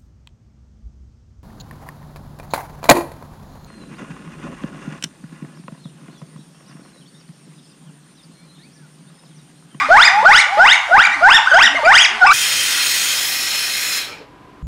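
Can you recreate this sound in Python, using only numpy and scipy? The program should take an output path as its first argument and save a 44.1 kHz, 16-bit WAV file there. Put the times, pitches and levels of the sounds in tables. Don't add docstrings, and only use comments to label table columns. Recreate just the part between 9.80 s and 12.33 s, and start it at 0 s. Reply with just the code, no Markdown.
import sys
import numpy as np
from scipy import signal
from scipy.io import wavfile
from scipy.ndimage import uniform_filter1d

SR = 44100
rng = np.random.default_rng(int(sys.argv[2]) if len(sys.argv) > 2 else 0)


def dump_mix(stems):
    frames = np.atleast_2d(stems).T
    limited = np.clip(frames, -1, 1)
    pcm = np.round(limited * 32767).astype(np.int16)
    wavfile.write(sys.argv[1], SR, pcm)


N = 111573

# time_s, pitch_hz, effort_db, octave_db (relative to fundamental)
WHOOP_1 = [(0.086, 550.7, -18, -22), (0.109, 673.7, -9, -3), (0.161, 856.7, -7, 3), (0.203, 1403, -8, -11),
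           (0.231, 1819, -9.5, -2), (0.245, 2272, -8.5, -10), (0.261, 2551, -13, -9.5),
           (0.273, 2286, -13.5, -9), (0.281, 1872, -6, -16), (0.293, 1490, -15, -2)]
WHOOP_2 = [(0.425, 493.3, -39.5, -7), (0.449, 648.7, -13.5, -9.5), (0.462, 709, -18.5, 12.5),
           (0.501, 832.6, -6, -2), (0.513, 928, -14.5, 10.5), (0.539, 1283, -10.5, -4.5),
           (0.58, 1840, -11, -3), (0.603, 2322, -10, -16), (0.618, 1843, -25, 8), (0.632, 1490, -21, -4)]
WHOOP_3 = [(0.77, 559.3, -14, -13.5), (0.801, 701.2, -14, 3), (0.845, 817, -10.5, 3.5),
           (0.876, 1251, -13, 1), (0.896, 1561, -15.5, 2.5), (0.918, 1828, -11, 0), (0.939, 2310, -11, -14),
           (0.954, 2083, -19, 0), (0.965, 1420, -24, -4)]
WHOOP_4 = [(1.09, 561.3, -19, -44), (1.114, 667, -27, 3.5), (1.151, 795, -4.5, 0.5),
           (1.167, 931.5, -12.5, -0.5), (1.199, 1433, -8, -9.5), (1.23, 1988, -15, -12.5),
           (1.241, 2394, -13, -18), (1.252, 2378, -7, -23), (1.264, 1860, -18.5, -6),
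           (1.281, 1260, -11.5, -12)]
WHOOP_5 = [(1.405, 570, -24, -10), (1.428, 679, -17.5, 0), (1.471, 802, -6.5, 5), (1.484, 890, -8.5, -2.5),
           (1.528, 1640, -12, -2.5), (1.553, 1867, -6.5, -8.5), (1.569, 1745, -11.5, 0.5),
           (1.587, 1193, -25, 4), (1.599, 966, -15, 1)]
WHOOP_6 = [(1.711, 537.2, -31.5, -4), (1.742, 649.2, -14, -2.5), (1.78, 795, -10, 0),
           (1.81, 1273, -15.5, 1.5), (1.834, 1781, -9, -7), (1.851, 2000, -13, -11.5),
           (1.865, 1714, -13, 1.5), (1.879, 1408, -20.5, 3), (1.89, 1250, -43, -10)]
WHOOP_7 = [(2.03, 560.6, -18, -8.5), (2.1, 786.6, -8.5, 2), (2.118, 941.4, -14.5, 11.5),
           (2.141, 1358, -10.5, -15), (2.169, 1856, -6.5, -7.5), (2.2, 3017, -13.5, -12.5),
           (2.221, 3405, -11.5, -11.5), (2.24, 3127, -13.5, -14.5), (2.257, 1912, -14, -4),
           (2.27, 1510, -16, -9)]
WHOOP_8 = [(2.372, 884.5, -45, -12), (2.403, 760.7, -34, -3), (2.419, 748.4, -11, -4),
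           (2.435, 710, -15, 10), (2.452, 793, -6, -8.5), (2.461, 918, -17, -1.5), (2.473, 1172, -13, -7),
           (2.485, 1176, -13, -4), (2.5, 1143, -11.5, 4.5), (2.512, 1297, -4.5, -12.5),
           (2.53, 1657, -5, -30)]
WHOOPS = [WHOOP_1, WHOOP_2, WHOOP_3, WHOOP_4, WHOOP_5, WHOOP_6, WHOOP_7, WHOOP_8]
WHOOP_LIFT_DB = [-1.5, 4, 1.5, -6.5, -2, 1.5, 1.5, -1.5]
# time_s, line_hz, effort_db
ANSWER_LINES = [
    [(0, 1047, -16.5), (.03, 1187, -23), (.06, 1317, -21.5), (.075, 1370, -40)],
    [(.27, 650.3, -42), (.32, 760.5, -20), (.38, 843, -14.5), (.41, 892.5, -14.5), (.44, 1047, -28),
     (.465, 1299, -4.5)],
    [(.665, 529.4, -36), (.69, 668.6, -37.5), (.73, 783, -18.5), (.77, 841, -20.5), (.8, 872, -17),
     (.83, 1059, -37)],
    [(1.075, 697, -34), (1.1, 720.5, -30.5), (1.125, 672, -12)],
    [(1.31, 1906, -27), (1.33, 1872, -23), (1.35, 2130, -20), (1.37, 2085, -39)],
    [(1.57, 801, -30), (1.59, 900, -12.5), (1.61, 940, -18.5)],
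    [(1.655, 1048, -21), (1.675, 1471, -17.5), (1.698, 1695, -21), (1.715, 1565, -10), (1.73, 1450, -17.5),
     (1.745, 1614, -8.5), (1.76, 1782, -23)],
    [(1.762, 2840, -20), (1.775, 3242, -20), (1.788, 3343, -38), (1.803, 3180, -7)],
    [(1.945, 567, -7.5), (1.96, 688, -36), (1.978, 701, -33), (1.995, 660, -23), (2.008, 530, -24)],
    [(1.945, 2010, -34), (1.96, 2147, -19), (1.98, 2000, -23)],
    [(1.97, 1307, -28), (1.995, 939, -23), (2.01, 950, -25.5), (2.035, 847, -18.5)],
    [(2.045, 2297, -15), (2.057, 2395, -18), (2.07, 2202, -9)],
    [(2.135, 2562, -16), (2.15, 3156, -10), (2.16, 3210, -12), (2.172, 3080, -26), (2.183, 2700, -21)],
    [(2.455, 1797, -35), (2.468, 2570, -12.5), (2.48, 2700, -19.5), (2.492, 2500, -17)],
]
HIGH_HARMONICS_DB = [-18.5, -22.5, -27, -32, -29, -46]
# frequency_hz, gain_db
COLOUR = [(520, 14), (600, -6.5), (680, 4), (745, -3.5), (840, 1.5), (950, -3.5), (1000, 7.5), (1060, -6.5),
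          (1170, 3.5), (1310, -5), (1450, 6.5), (1600, -3), (1740, -6.5), (1930, 3), (2150, -0.5),
          (2500, -4.5), (2700, 2), (3100, 0), (3400, -3), (3700, 2.5), (4020, -2), (4380, -8), (4950, 7.5),
          (6000, 0), (8000, -1.5), (10200, -8), (12000, -30)]
# frequency_hz, t60_s
ECHO_T60 = [(500, 0.58), (1000, 0.84), (2000, 0.68), (4000, 0.37), (8000, 0.23)]
# frequency_hz, gain_db
ECHO_TONE = [(500, -11), (800, -0.5), (1500, -2.5), (2500, 4.5), (4000, 0), (7000, 9), (12000, 2)]
# frequency_hz, relative_db
AIR_SHAPE = [(15, -49), (25, -11), (529, -32), (755, -0.5), (2090, -9), (2430, -31.5), (3380, -14.5),
             (10900, -33), (14200, -47), (22000, -120)]
# start_s, length_s, pitch_hz, level_db
HOOTS = [(0.001, 0.11, 275, -38), (.3, 0.32, 189.4, -41), (1.25, .09, 215, -44), (1.341, 0.078, 291, -39),
         (1.791, 0.11, 256, -35), (1.88, 0.12, 272, -35), (2.28, .07, 350, -43), (2.285, .14, 440, -42),
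         (2.3, .1, 250, -43)]

AIR_DB, AIR_PATCH_DB = -31, 2.5
FADE_S = 0.008
WAVER_SHARE, WAVER_S = 0.0084, 0.0013
STEADY_HZ, STRAINED_HZ = 760, 1600
FLUTTER_DB, FLUTTER_S = 5, 0.0027
PATCHY_DB = 2.5
FALL_DB, REEDY_DB = -1, 1
HOARSE_SHARE, HOARSE_S = 0.041, 0.00031
RASP_DB, RASP_HZ = -36.5, 9200
FAR_OCTAVE_DB, FAR_DULL_DB = -16, -6
EARLIER_S, EARLIER_DB = 0.33, -1
ECHO_DB, ECHO_START_S = -6, 0.0087
HOOT_DRIFT_HZ, HOOT_DRIFT_S = 23.6, 0.016
KNOCK_S, KNOCK_DB, KNOCK_RISE_S = 1.181, -15, 0.0003
DRIVE_DB = 2
LIMIT_DB, LIMIT_SHARE, LIMIT_S = -6.5, 0.53, 0.0035
KNEE = 8.0
TREBLE_HZ, TREBLE_CUT_DB = 10730, -9
HISS_DB = -62
BAND_EDGE_HZ = 15800


def gain_of(db):
    return 10 ** (np.asarray(db) / 20)


def evened(x):
    return x / np.sqrt(np.mean(x ** 2) + 1e-20)


def read(points, hz):
    f, value = np.transpose(points)
    return np.interp(np.log(hz + 1), np.log(f + 1), value)


def chance(seconds, size):
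    width = max(round(seconds * SR), 1)
    once = uniform_filter1d(rng.standard_normal(size), width)
    return evened(uniform_filter1d(once, width))


def add(mix, start_s, sound):
    part = mix[max(round(start_s * SR), 0):][:len(sound)]
    part += sound[:len(part)]


def air():
    hz = np.fft.rfftfreq(1024, 1 / SR)
    real, imag, patches = rng.standard_normal((N // 256 + 5, 513, 3)).T
    patches = uniform_filter1d(patches, size=8, axis=0)
    patches = evened(uniform_filter1d(patches, size=14, axis=1))
    level_db = read(AIR_SHAPE, hz)[:, None] + AIR_PATCH_DB * patches
    noise = signal.istft((real + 1j * imag) * gain_of(level_db), nperseg=1024, noverlap=768)[1]
    return gain_of(AIR_DB) * evened(noise[:N])


def call(rows, lift_db=0.0):
    time_s, base_hz, effort_db, octave_db = np.transpose(rows)
    t = np.arange(time_s[0], time_s[-1], 1 / SR)

    def smooth(values):
        return uniform_filter1d(np.interp(t, time_s, values), size=200, mode="nearest")

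    def wander(seconds):
        return chance(seconds, SR // 2)[:len(t)]

    glide_hz = smooth(base_hz)
    voice_hz = glide_hz * (1 + WAVER_SHARE * wander(WAVER_S))
    phase = 2 * np.pi * np.cumsum(voice_hz) / SR
    strain = np.clip((glide_hz - STEADY_HZ) / (STRAINED_HZ - STEADY_HZ), 0.15, 1)
    falling = uniform_filter1d(1.0 * (np.gradient(glide_hz) < 0), size=300)

    high_shift_db = lift_db + REEDY_DB * (1 - strain) + FALL_DB * falling
    levels_db = [0, smooth(octave_db)] + [db + high_shift_db for db in HIGH_HARMONICS_DB]
    tone = np.zeros(len(t))
    for k, db in enumerate(levels_db, start=1):
        depth_db = FLUTTER_DB * strain + PATCHY_DB * (k > 2)
        flutter_db = depth_db * np.minimum(wander(FLUTTER_S), 1)
        level = gain_of(db + flutter_db + read(COLOUR, k * voice_hz))
        tone -= level * (k * voice_hz < BAND_EDGE_HZ) * np.cos(k * phase)

    tone *= 1 + HOARSE_SHARE * wander(HOARSE_S)
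    b, a = signal.butter(2, RASP_HZ, "high", fs=SR)
    rasp = signal.lfilter(b, a, rng.standard_normal(SR // 2))[:len(t)]
    voice = tone + gain_of(RASP_DB) * rasp
    fade = np.clip(np.minimum(t - time_s[0], time_s[-1] - t) / FADE_S, 0, 1)
    return time_s[0], np.sqrt(2) * fade * gain_of(smooth(effort_db)) * voice


def answers():
    return [call([(*row, FAR_OCTAVE_DB) for row in rows], FAR_DULL_DB) for rows in ANSWER_LINES]


def earlier_whoop():
    start_s, sound = call(WHOOP_1)
    return start_s - EARLIER_S, gain_of(EARLIER_DB) * sound


def echoes(x):
    taps = np.zeros(SR)
    slots = np.arange(0, SR - 20, 20)
    taps[slots + rng.integers(0, 20, len(slots))] = rng.choice([-1.0, 1.0], len(slots))
    tap_s = np.arange(SR) / SR
    taps *= np.clip(tap_s / ECHO_START_S - 1, 0, 1)
    hz, t, z = signal.stft(taps, SR, nperseg=256)
    level_db = read(ECHO_TONE, hz)[:, None] - 60 * t / read(ECHO_T60, hz)[:, None]
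    tail = signal.istft(z * gain_of(level_db), SR, nperseg=256)[1]
    tail = tail / np.linalg.norm(taps * gain_of(-60 * tap_s))
    return gain_of(ECHO_DB) * signal.fftconvolve(x, tail)[:len(x)]


def hoots():
    out = np.zeros(N)
    for start_s, length_s, pitch_hz, level_db in HOOTS:
        t = np.arange(0, length_s, 1 / SR)
        drift_hz = HOOT_DRIFT_HZ * chance(HOOT_DRIFT_S, SR // 2)[:len(t)]
        tone = np.sin(2 * np.pi * np.cumsum(pitch_hz + drift_hz) / SR)
        add(out, start_s, gain_of(level_db) * np.sin(np.pi * t / length_s) * tone)
    return out


def near_whoops():
    return [call(rows, lift_db) for rows, lift_db in zip(WHOOPS, WHOOP_LIFT_DB)]


def knock():
    out = np.zeros(N)
    u = np.arange(600) / SR / KNOCK_RISE_S
    add(out, KNOCK_S, gain_of(KNOCK_DB) * u * np.exp(1 - u))
    return out


def scene():
    lead = round(EARLIER_S * SR)
    voices = np.zeros(lead + N)
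    for start_s, sound in answers() + [earlier_whoop()] + near_whoops():
        add(voices, start_s + EARLIER_S, sound)
    outdoors = (voices + echoes(voices))[lead:]
    return (outdoors + air() + hoots() + knock())[None]


def record(dry):
    x = dry * gain_of(DRIVE_DB)
    power = abs(uniform_filter1d(x ** 2, max(round(LIMIT_S * SR), 1)))
    power_db = 10 * np.log10(power + 1e-12)
    x = x / gain_of(LIMIT_SHARE * np.maximum(power_db - LIMIT_DB, 0))
    clipped = x / (1 + abs(x) ** KNEE) ** (1 / KNEE)
    low_pass = signal.firwin(63, TREBLE_HZ, fs=SR)[None]
    treble = clipped - signal.oaconvolve(clipped, low_pass, "same")
    dulled = clipped - (1 - gain_of(TREBLE_CUT_DB)) * treble
    hissy = dulled + gain_of(HISS_DB) * rng.standard_normal(dry.shape)
    band_limit = signal.firwin(511, BAND_EDGE_HZ, window=("kaiser", 9), fs=SR)[None]
    return signal.oaconvolve(hissy, band_limit, "same")


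dry = scene()
out = record(dry)
dump_mix(out)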